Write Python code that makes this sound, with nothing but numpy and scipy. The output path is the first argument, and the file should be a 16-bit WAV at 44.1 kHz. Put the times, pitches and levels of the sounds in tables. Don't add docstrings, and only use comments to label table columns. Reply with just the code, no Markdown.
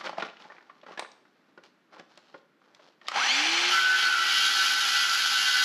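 import sys
import numpy as np
from scipy import signal
from scipy.fft import rfft, irfft, next_fast_len
from scipy.io import wavfile
from scipy.ndimage import uniform_filter1d, map_coordinates

SR = 44100
rng = np.random.default_rng(int(sys.argv[2]) if len(sys.argv) > 2 else 0)


def unload_wav(signal):
    wavfile.write(
        sys.argv[1],
        SR,
        np.round(np.clip(np.atleast_2d(signal).T, -1, 1) * 32767).astype(np.int16),
    )


N = 248724
T = np.arange(N) / SR
START_S, TOUCH_S, SINK_S = 3.112, 3.685, 4.1
TOUCH_RISE_S = 0.035
BLADE_TEETH, TEETH_PER_ROTOR_TURN = 28, 5.5


def amp(db):
    return 10 ** (np.asarray(db) / 20)


def unit(x):
    return x / np.sqrt(np.mean(x ** 2) + 1e-20)


def at_level(x, db, window=176):
    return amp(db) * x / np.sqrt(uniform_filter1d(x ** 2, size=window).max())


def curve(rows):
    return np.interp(T, *np.transpose(rows))


def ramp(start_s, length_s):
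    return np.clip((T - start_s) / length_s, 0, 1)


def at_pitch(points, hz):
    f, value = np.transpose(points)
    return np.interp(np.log(hz + 1), np.log(f + 1), value)


def colour(x, points):
    size = next_fast_len(len(x) + 4096)
    gain = amp(at_pitch(points, np.fft.rfftfreq(size, 1 / SR)))
    return irfft(rfft(x, size) * gain, size)[:len(x)]


def keep_side(x, hz, kind):
    return signal.sosfilt(signal.butter(2, hz, kind, fs=SR, output="sos"), x)


def band(x, hz, width_hz):
    return signal.lfilter(*signal.iirpeak(hz, hz / width_hz, SR), x)


def lift_treble(x, hz, db):
    treble = keep_side(keep_side(x, hz, "high")[::-1], hz, "high")[::-1]
    return x + (amp(db) - 1) * treble


def wander(hz):
    size, step = 8192, 32
    f = np.fft.rfftfreq(size, step / SR)
    slow = irfft(rfft(rng.standard_normal(size)) / (1 + (f / hz) ** 4), size)
    return unit(np.interp(T, np.arange(size) * step / SR, slow))


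def resonate(x, hz, width_hz):
    spin = np.exp(2j * np.pi * np.cumsum(hz * np.ones(N)) / SR)
    decay = np.exp(-np.pi * width_hz / SR)
    return unit((spin * signal.lfilter([1], [1, -2 * decay, decay ** 2], x / spin)).real)


def grains(per_s, spread_db):
    size = amp(spread_db * np.minimum(rng.exponential(1, N), 4))
    return unit(size * rng.choice([-1, 1], N) * (rng.random(N) < per_s / SR))


def ping(t, hz, db, fade_s):
    return amp(db - 60 * t / fade_s) * np.sin(2 * np.pi * hz * t)


def add(mix, start_s, sound):
    part = mix[round(start_s * SR):][:len(sound)]
    part += sound[:len(part)]


# (frequency [Hz], level [dB])
AIR_TONE = [(30, -33), (80, -36), (120, -15.5), (180, -5), (310, -2), (450, -6.5), (800, -15), (1400, -10),
            (4000, -24), (8300, -37.5), (14300, -40)]
def outdoor_air():
    return amp(-67.5) * unit(colour(rng.standard_normal(N), AIR_TONE)) * amp(0.43 * wander(1.1))


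# (frequency [Hz], time to fade 60 dB [s])
ECHO_FADE = [(200, 0.49), (1200, 0.47), (5000, 0.49), (8000, 0.47), (12000, 0.2)]
def yard_echo(x):
    hz, t, noise = signal.stft(rng.standard_normal(SR // 2), SR, nperseg=256)
    fading = noise * amp(-60 * t / at_pitch(ECHO_FADE, hz)[:, None]) * np.minimum(t / 0.01, 1)
    tail = signal.istft(fading, SR, nperseg=256)[1]
    return amp(-11.5) * signal.fftconvolve(x, tail / np.linalg.norm(tail))[:N]


# (pitch [Hz], width [Hz], level [dB])
CASE_RINGS = [(816, 76, 1.5), (1303, 71, -4.5), (1570, 180, -6.5), (2175, 120, -6), (2343, 65, -5.5),
              (2576, 57, -7), (3110, 230, -0.5), (3440, 100, -6), (4180, 170, -2.5), (4610, 110, -7.5)]
def saw_case(x):
    return sum(amp(db) * band(x, hz, width) for hz, width, db in CASE_RINGS)


# (frequency [Hz], level [dB])
CONTACT_TONE = [(50, -40), (110, -34), (180, -8.5), (400, -4), (650, -2.5), (1400, -2), (3000, -7),
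                (5400, -17), (8500, -38), (11000, -42.5), (14300, -59)]
# (start [s], length [s], level [dB], hiss compared with that level [dB])
PLATE_SLIDES = [(0, 0.008, -47, -4), (0.054, 0.012, -38, -5), (0.193, 0.063, -44.5, -6),
                (0.402, 0.047, -53, -4.5), (0.487, 0.12, -58, -7.5), (0.883, 0.05, -50.5, -8),
                (0.997, 0.015, -53, -1), (1.647, 0.019, -62.5, 0), (1.938, 0.053, -52.5, -7.5),
                (2.102, 0.28, -63.5, -2), (2.623, .14, -65, -6.5), (2.822, 0.065, -59.5, -2.5),
                (3.037, .03, -59.5, -3)]
def scraping():
    stones = 0.5 * rng.standard_normal(N) + grains(per_s=700, spread_db=1.0)
    grit = colour(stones + 0.41 * saw_case(stones), CONTACT_TONE) * amp(1.5 * wander(35))
    grip = amp(-59 - 9.5 * T)
    scrape, hiss = grip, amp(-5.5) * grip
    rise_s, fall_s = 0.017, 0.031
    for start, length, db, hiss_db in PLATE_SLIDES:
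        before, after = np.maximum(start - T, 0), np.maximum(T - start - length, 0)
        push = amp(db) * np.exp(-before / rise_s - after / fall_s)
        scrape, hiss = np.maximum(scrape, push), np.maximum(hiss, amp(hiss_db) * push)
    return scrape * unit(keep_side(grit, 2130, "low")) + hiss * unit(keep_side(grit, 3800, "high"))


# (pitch [Hz], level [dB], time to fade 60 dB [s])
BODY_NOTES = [(334, -9, 0.087), (566, -3.5, 0.079), (1056, 1.5, 0.054), (1203, -3.5, 0.068),
              (1416, -8, 0.078), (1857, -8.5, 0.094), (3350, -21, 0.042)]
# (time [s], level [dB], ring pitch [Hz], bass lift [dB], treble lift [dB])
HARD_KNOCKS = [(0.009, -37.5, 1265, -13, -5), (0.063, -33.5, 1415, 4.5, -2), (0.093, -35.5, 835, 6, 3),
               (0.129, -42, 1320, 5, -1), (0.18, -32.5, 690, -2, -2), (0.197, -35.5, 660, 0, 1),
               (0.221, -28, 1400, 0, -7), (0.449, -46, 850, 5, -12), (0.499, -44.5, 1810, -3, -14),
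               (0.694, -43.5, 1150, -22, -17), (0.831, -46.5, 593, 4, -4), (0.863, -43, 1310, 5, -2),
               (0.886, -45.5, 845, 7, -12), (0.906, -43, 560, 9, -11), (0.974, -35.2, 1717, -2, 2),
               (0.995, -36, 900, -3, 7), (1.023, -41.5, 1017, -5, 1), (1.575, -45, 1460, 10.5, 0),
               (1.636, -52, 1410, -4, 9), (1.964, -49, 870, 10, -4), (1.995, -43.5, 1670, 9, 4),
               (2.174, -47.5, 600, 1, 9), (2.341, -41, 1413, 12, -10), (2.747, -53, 2350, -8, 24),
               (2.793, -52.5, 600, 3, -6), (3.013, -49.5, 1835, -10, 2), (3.056, -51, 1830, -7, 1),
               (3.083, -25.5, 1240, -16, 11), (3.115, -30, 1307, -11, 4)]
def knocks():
    t = np.arange(SR // 4) / SR
    out = np.zeros(N)
    for start, db, ring_hz, bass_db, treble_db in HARD_KNOCKS:
        clack = colour(rng.standard_normal(len(t)) * np.exp(-t / 0.0024), CONTACT_TONE)
        clack = lift_treble(unit(clack), 3000, treble_db)
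        clack = lift_treble(clack, 6000, np.clip(treble_db, -4, 9))
        rattle = colour(rng.standard_normal(len(t)) * amp(-60 * t / 0.085), CONTACT_TONE)
        rattle = lift_treble(unit(rattle), 2300, treble_db / 2 - 5)
        ring = ping(t, ring_hz, db=0, fade_s=0.032)
        body = sum(rng.choice([-1, 1]) * ping(t, *note) for note in BODY_NOTES)
        blow = clack + amp(-3.5) * rattle + amp(-0.9) * unit(ring) + amp(-6) * unit(body)
        rise_s = np.interp(treble_db, [-15, 0, 10], [0.006, 0.004, 0.002])
        blow = lift_treble(blow, 690, -bass_db) * np.minimum(t / rise_s, 1) ** 1.3
        add(out, start, at_level(blow, db))
    return out


# (pitch [Hz], level [dB], time to fade 60 dB [s])
GUARD_NOTES = [(188, -23, 0.072), (676, 2.5, 0.031), (820, -5, 0.037)]
# (time [s], peak [dB])
GUARD_BUMPS = [(0.178, -20.5), (0.202, -34)]
def guard_bumps():
    t = np.arange(SR // 5) / SR
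    ring = sum(ping(t, *note) for note in GUARD_NOTES) * np.minimum(t / 0.0069, 1) ** 1.7
    out = np.zeros(N)
    for start, db in GUARD_BUMPS:
        add(out, start, amp(db) * ring / abs(ring).max())
    return out


# (time [s], level [dB])
SHARP_CRACKS = [(0.9948, -26), (0.9987, -32), (1.9975, -44), (2.177, -51), (2.748, -51), (3.084, -22)]
def cracks():
    t = np.arange(SR // 50) / SR
    out = np.zeros(N)
    for start, db in SHARP_CRACKS:
        burst = rng.choice([-1, 1], len(t)) * np.exp(-t / 0.0007)
        snap = keep_side(burst, 1800, "high")
        snap = keep_side(keep_side(snap, 5900, "low"), 5900, "low")
        add(out, start, at_level(snap, db, window=44))
    return out


# (time [s], peak [dB], pitch [Hz])
PLATE_THUDS = [(0.0104, -26, 1400), (0.0932, -27, 840), (0.1297, -29.5, 900), (0.992, -24, 760),
               (1.0231, -26, 810)]
def thuds(length_cycles=2.5):
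    out = np.zeros(N)
    for start, db, hz in PLATE_THUDS:
        cycles = np.arange(0, length_cycles, hz / SR)
        swell = np.sin(np.pi * cycles / length_cycles) ** 2
        add(out, start, amp(db) * swell * np.sin(2 * np.pi * cycles))
    return out


# (time [s], level [dB], pitch [Hz])
STONE_CRUNCHES = [(0.047, -41, 2480), (0.061, -39, 4400), (0.07, -33.5, 2180), (0.171, -43, 1300),
                  (0.206, -38, 2820), (0.223, -32.5, 3300), (0.248, -41, 2700), (0.285, -44, 2200),
                  (0.298, -48, 3200), (0.368, -49, 2800), (0.402, -53, 2880), (0.421, -51, 3400),
                  (0.443, -50.5, 1900), (0.52, -47, 1600), (0.565, -53, 2190), (0.582, -45, 1800),
                  (0.607, -54, 1750), (0.814, -56, 3200), (0.919, -50, 2410), (0.932, -48, 1190),
                  (1.047, -41, 1500), (1.116, -52.5, 5500), (1.252, -57, 1570), (1.926, -55, 1200),
                  (1.944, -50.5, 1000), (2.616, -60, 1300)]
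# (time [s], level [dB], pitch [Hz])
LATCH_TICKS = [(3.068, -45, 4200), (3.077, -39, 3500)]
def stones_and_latch():
    t = np.arange(SR // 20) / SR
    out = np.zeros(N)
    for start, db, hz in STONE_CRUNCHES + LATCH_TICKS:
        burst = rng.standard_normal(len(t)) * np.exp(-t / 0.0033) * np.minimum(t / 0.001, 1)
        snap = keep_side(band(burst, hz, width_hz=hz / 2), 1.15 * hz, "low")
        add(out, start, at_level(keep_side(snap, 4800, "low"), db))
    return out


RUN_UP_HZ_PER_S, EASE_OFF_HZ, TOP_SPEED_HZ, SETTLE_S = 1500, 168, 372, 0.182
# (time [s], speed lost [turns per s])
SPEED_LOSS = [(3.92, 0), (4.1, 9), (4.3, 14), (4.45, 15), (4.7, 13), (5.0, 13), (5.2, 10), (5.4, 7.5),
              (5.64, 8)]
def rotor():
    easing_s = np.maximum(T - START_S - EASE_OFF_HZ / RUN_UP_HZ_PER_S, 0)
    effort = np.exp(-easing_s / SETTLE_S)
    run_up = np.clip(RUN_UP_HZ_PER_S * (T - START_S), 1, EASE_OFF_HZ)
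    speed = run_up + (TOP_SPEED_HZ - EASE_OFF_HZ) * (1 - effort)
    return speed - curve(SPEED_LOSS), effort


def fade_in_cut(drop_db, fade_db_per_s):
    return amp(-drop_db * ramp(TOUCH_S, 0.094) - fade_db_per_s * np.maximum(T - TOUCH_S, 0))


# (frequency [Hz], level [dB])
FAN_TONE = [(60, -74), (110, -45), (190, -20), (420, -18.5), (600, -16), (780, -8), (1400, -4),
            (2700, -0.5), (3700, -6.5), (4400, -6), (6000, -9.5), (8000, -21), (11000, -29.5), (14300, -48)]
def fan_rush(speed, turns):
    rattle = rng.standard_normal(N) + 0.35 * grains(per_s=1800, spread_db=1.5)
    rush = unit(colour(rattle + 1.3 * saw_case(rattle), FAN_TONE))
    slowness = 1 - np.minimum(speed / 300, 1)
    rush = lift_treble(rush, 1420, -14 * slowness) * amp(7.1 * slowness)
    rotor_pulse = 1 + 0.25 * np.cos(2 * np.pi * turns)
    blade_pulse = 1 + 0.089 * np.cos(2 * np.pi * turns * TEETH_PER_ROTOR_TURN / BLADE_TEETH)
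    level = amp(-25.5 + 0.5 * wander(40)) * fade_in_cut(drop_db=5.64, fade_db_per_s=3.2)
    return level * rush * rotor_pulse * blade_pulse


def rotor_hum(speed, turns):
    octaves_slow = np.maximum(np.log2(287 / speed), 0)
    level = amp(-43 - 48 * octaves_slow + 0.69 * wander(24))
    return level * np.sqrt(2) * np.sin(2 * np.pi * turns) * fade_in_cut(drop_db=10.7, fade_db_per_s=6.4)


# (waves per rotor turn [count], level [dB], best pitch [Hz], spread around it [octaves])
GEAR_TONES = [(4, -12, 800, .15), (9, -1.5, 1350, 0.88), (13, -4, 3150, 0.13), (18, -3, 4380, .1),
              (27, -6.5, 6350, 0.14)]
def gear_whine(speed, turns, effort):
    slack = 0.006 * wander(160)
    tones = np.zeros(N)
    for per_turn, db, best_hz, octaves in GEAR_TONES:
        swell = 0.04 + np.exp(-0.5 * (np.log2(per_turn * speed / best_hz) / octaves) ** 2)
        tones += swell * amp(db + 2.2 * wander(170)) * np.sin(2 * np.pi * per_turn * (turns + slack))
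    whine = keep_side(saw_case(tones) + amp(-7.5) * tones, 650, "high")
    pressure = np.clip(effort, 0.08, 0.38) / 0.38
    return amp(-23.5) * whine * pressure ** 0.88 * fade_in_cut(drop_db=2, fade_db_per_s=2)


# (pitch [Hz], width [Hz], level [dB])
FREE_BLADE_NOTES = [(2356, 47, -38.5), (2900, 58, -43), (3434, 75, -41), (4200, 80, -41.5),
                    (4640, 100, -49), (5920, 70, -40.5)]
def free_blade(speed):
    rings = sum(amp(db + 1.2 * wander(45)) * resonate(rng.standard_normal(N), hz, width)
                for hz, width, db in FREE_BLADE_NOTES)
    return rings * np.minimum(speed / EASE_OFF_HZ, 1) * (T > START_S) * (1 - ramp(TOUCH_S, 0.08))


# (pitch with no load [Hz], level [dB], shift at full load [Hz])
SINGING_NOTES = [(1366, -37, -32.5), (1423, -41.5, -10), (1489, -34, 29), (1516, -40.5, 20)]
def blade_singing(load, sunk):
    rough = 0.15 + 0.05 * sunk
    out = np.zeros(N)
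    for free_hz, db, shift_hz in SINGING_NOTES:
        hz = free_hz + shift_hz * load + 4 * wander(4.02)
        cycles = np.cumsum(hz + 3 * wander(24.4)) / SR
        clean = np.sqrt(2) * np.sin(2 * np.pi * cycles) * amp(1.8 * wander(25))
        fuzz = resonate(rng.standard_normal(N), hz, width_hz=45)
        out += amp(db) * (clean * (1 - rough) + fuzz * rough) / np.hypot(rough, 1 - rough)
    return out * amp(sunk - 1)


# (middle time [s], length [s], pitch [Hz], level [dB], glide [Hz per s])
BLADE_SQUEALS = [(3.751, 0.14, 1346, -26, 80.5), (3.781, 0.18, 1505, -29.5, 29.5),
                 (3.899, .22, 1506, -24.5, 100), (4.07, 0.17, 1503, -28.5, 40),
                 (4.18, 0.2, 1345, -28.5, -130), (4.19, 0.31, 1417, -32.5, -100),
                 (4.482, .2, 1540, -35, -59.5), (4.607, 0.12, 1522, -31, -1.5), (4.68, 0.21, 1346, -34, 0),
                 (4.797, 0.34, 1519, -35, -0.5), (5.08, 0.38, 1417, -35, 35), (5.14, 0.15, 1349, -35, 30.5),
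                 (5.357, 0.1, 1512, -28, 0), (5.57, .26, 1503, -30.5, 0), (3.82, 0.14, 3150, -36, 0),
                 (4.277, 0.27, 1955, -38, 0.5), (4.33, .2, 2805, -37, 0), (4.46, .24, 3145, -33, 0.5),
                 (4.77, .3, 3795, -40, 0), (4.98, .22, 1975, -39, 0)]
def blade_squeals():
    out = np.zeros(N)
    for middle, length, hz, db, glide in BLADE_SQUEALS:
        swell = np.sin(np.pi * ramp(middle - length / 2, length))
        cycles = np.cumsum(hz + glide * (T - middle) + 3 * wander(21.1)) / SR
        out += amp(db) * swell * np.sqrt(2) * np.sin(2 * np.pi * cycles)
    return out * ramp(TOUCH_S + TOUCH_RISE_S / 2, TOUCH_RISE_S)


def tooth_blows(teeth, blade_turns, sunk):
    bite = amp(1.1 * wander(115) + 0.5 * wander(23))
    bite *= 1 + 0.095 * np.cos(2 * np.pi * teeth / BLADE_TEETH)
    tearing = rng.standard_normal(N) * (0.56 + np.exp(-(teeth % 1) / 0.32))
    fresh = bite * (tearing + 0.3 * grains(per_s=1500, spread_db=0.5))
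    repeat_share = 0.45 - 0.15 * sunk
    blows = fresh.copy()
    for lap in range(1, 4):
        earlier = np.interp(blade_turns - lap, blade_turns, np.arange(N))
        blows += repeat_share ** lap * map_coordinates(fresh, [earlier])
    return unit(blows)


# (frequency [Hz], level [dB])
CHIP_TONE = [(100, -37), (280, -23), (420, -34), (600, -28), (850, -21), (1100, -13), (1500, 1.5),
             (2050, -12.5), (3050, 1.5), (3600, -2.5), (4700, -1), (6600, -9), (8400, -23), (11000, -15.5),
             (13800, -32.5)]
# (pitch [Hz], width [Hz], depth [0-1])
WEAK_PITCHES = [(1900, 81, 0.35), (2050, 110, .5), (2690, 84, .5), (3680, 95, .6), (4080, 91, .5),
                (5490, 110, .4)]
# (pitch [Hz], width [Hz], level [dB])
CUT_NOTES = [(811, 56, -14), (1589, 35, -11), (1730, 24, -6), (2205, 40, -10.5), (2307, 35, -7.5),
             (2467, 18, -11), (2630, 18, -12.5), (2797, 26, -4.5), (2890, 65, -5), (3022, 54, -3.5),
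             (3156, 30, -2.5), (3285, 50, -7.5), (3370, 20, -5.5), (3578, 19, -12), (3795, 40, -5),
             (4210, 58, -10.5), (4356, 30, -5.5), (4655, 50, -10), (4790, 64, -9), (4940, 81, -12),
             (5370, 50, -9), (7010, 18, -14.5)]
def cutting(turns, load, sunk):
    steady_teeth = turns * TEETH_PER_ROTOR_TURN
    teeth = steady_teeth + 0.14 * wander(45)
    blows = tooth_blows(teeth, steady_teeth / BLADE_TEETH, sunk)
    chips = colour(blows, CHIP_TONE)
    for hz, width, depth in WEAK_PITCHES:
        chips = chips - depth * band(chips, hz, width)
    rings = sum(amp(db + 1.2 * wander(10)) * resonate(blows, hz, width) for hz, width, db in CUT_NOTES)
    tooth_tone = np.sin(2 * np.pi * teeth) * amp(3.2 * wander(20))
    rasp = amp(-2) * unit(chips) + amp(-7.04) * unit(rings) + amp(-13.04) * tooth_tone
    rasp = lift_treble(rasp, 4000, -4 + 4.5 * sunk)
    return amp(-23.7 + 0.6 * wander(11)) * load * rasp


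# (frequency [Hz], likeness [0-1])
LIKENESS = [(30, 0.9), (100, 1), (400, 1), (1000, 1), (10300, 1), (11600, 0.36)]
def stereo(x):
    same = at_pitch(LIKENESS, np.fft.rfftfreq(N, 1 / SR))
    t = np.arange(SR // 10) / SR
    paths = rng.standard_normal(len(t)) * np.exp(-t / 0.025)
    scattered = signal.fftconvolve(x, paths / np.linalg.norm(paths))[:N]
    side = irfft(rfft(scattered) * np.sqrt((1 - same) / (1 + same)), N)
    return np.array([x + side, x - side])


# (time [s], load [dB])
PUSH = [(3.72, -.5), (3.9, -6.5), (4.04, -2), (4.11, -5.5), (4.21, -4.5), (4.33, -1.8), (4.46, -1),
        (4.62, -2), (5.28, -2.5), (5.45, -1.5), (5.64, -1)]
def scene():
    load = amp(curve(PUSH)) * ramp(TOUCH_S, TOUCH_RISE_S)
    sunk = ramp(SINK_S, 0.38)
    rubbing = ramp(TOUCH_S + TOUCH_RISE_S / 2, TOUCH_RISE_S)
    speed, effort = rotor()
    turns = np.cumsum(speed) / SR
    hits = knocks() + guard_bumps() + cracks() + thuds() + stones_and_latch()
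    handling = keep_side(hits, 145, "high") + scraping()
    soft_start = amp(-18.5 * (1 - ramp(START_S, 0.05))) * (T > START_S)
    motor = fan_rush(speed, turns) + rotor_hum(speed, turns) + gear_whine(speed, turns, effort)
    saw = soft_start * motor + free_blade(speed) + cutting(turns, load, sunk)
    saw += rubbing * blade_singing(load, sunk) + blade_squeals()
    return stereo(outdoor_air() + yard_echo(handling) + handling + saw)


def record(dry):
    ceiling, notch_hz, top_hz = 0.28, 9060, 14150
    x = dry / (1 + (dry / ceiling) ** 8) ** (1 / 8)
    x = keep_side(x, 66, "high")
    b, a = signal.iirnotch(notch_hz, 18, SR)
    notched = signal.lfilter(b, a, signal.lfilter(b, a, x))
    top_cut = signal.firwin(511, top_hz, window=("kaiser", 9), fs=SR)
    return signal.oaconvolve(notched, top_cut[None], "same")


dry = scene()
out = record(dry)
unload_wav(out)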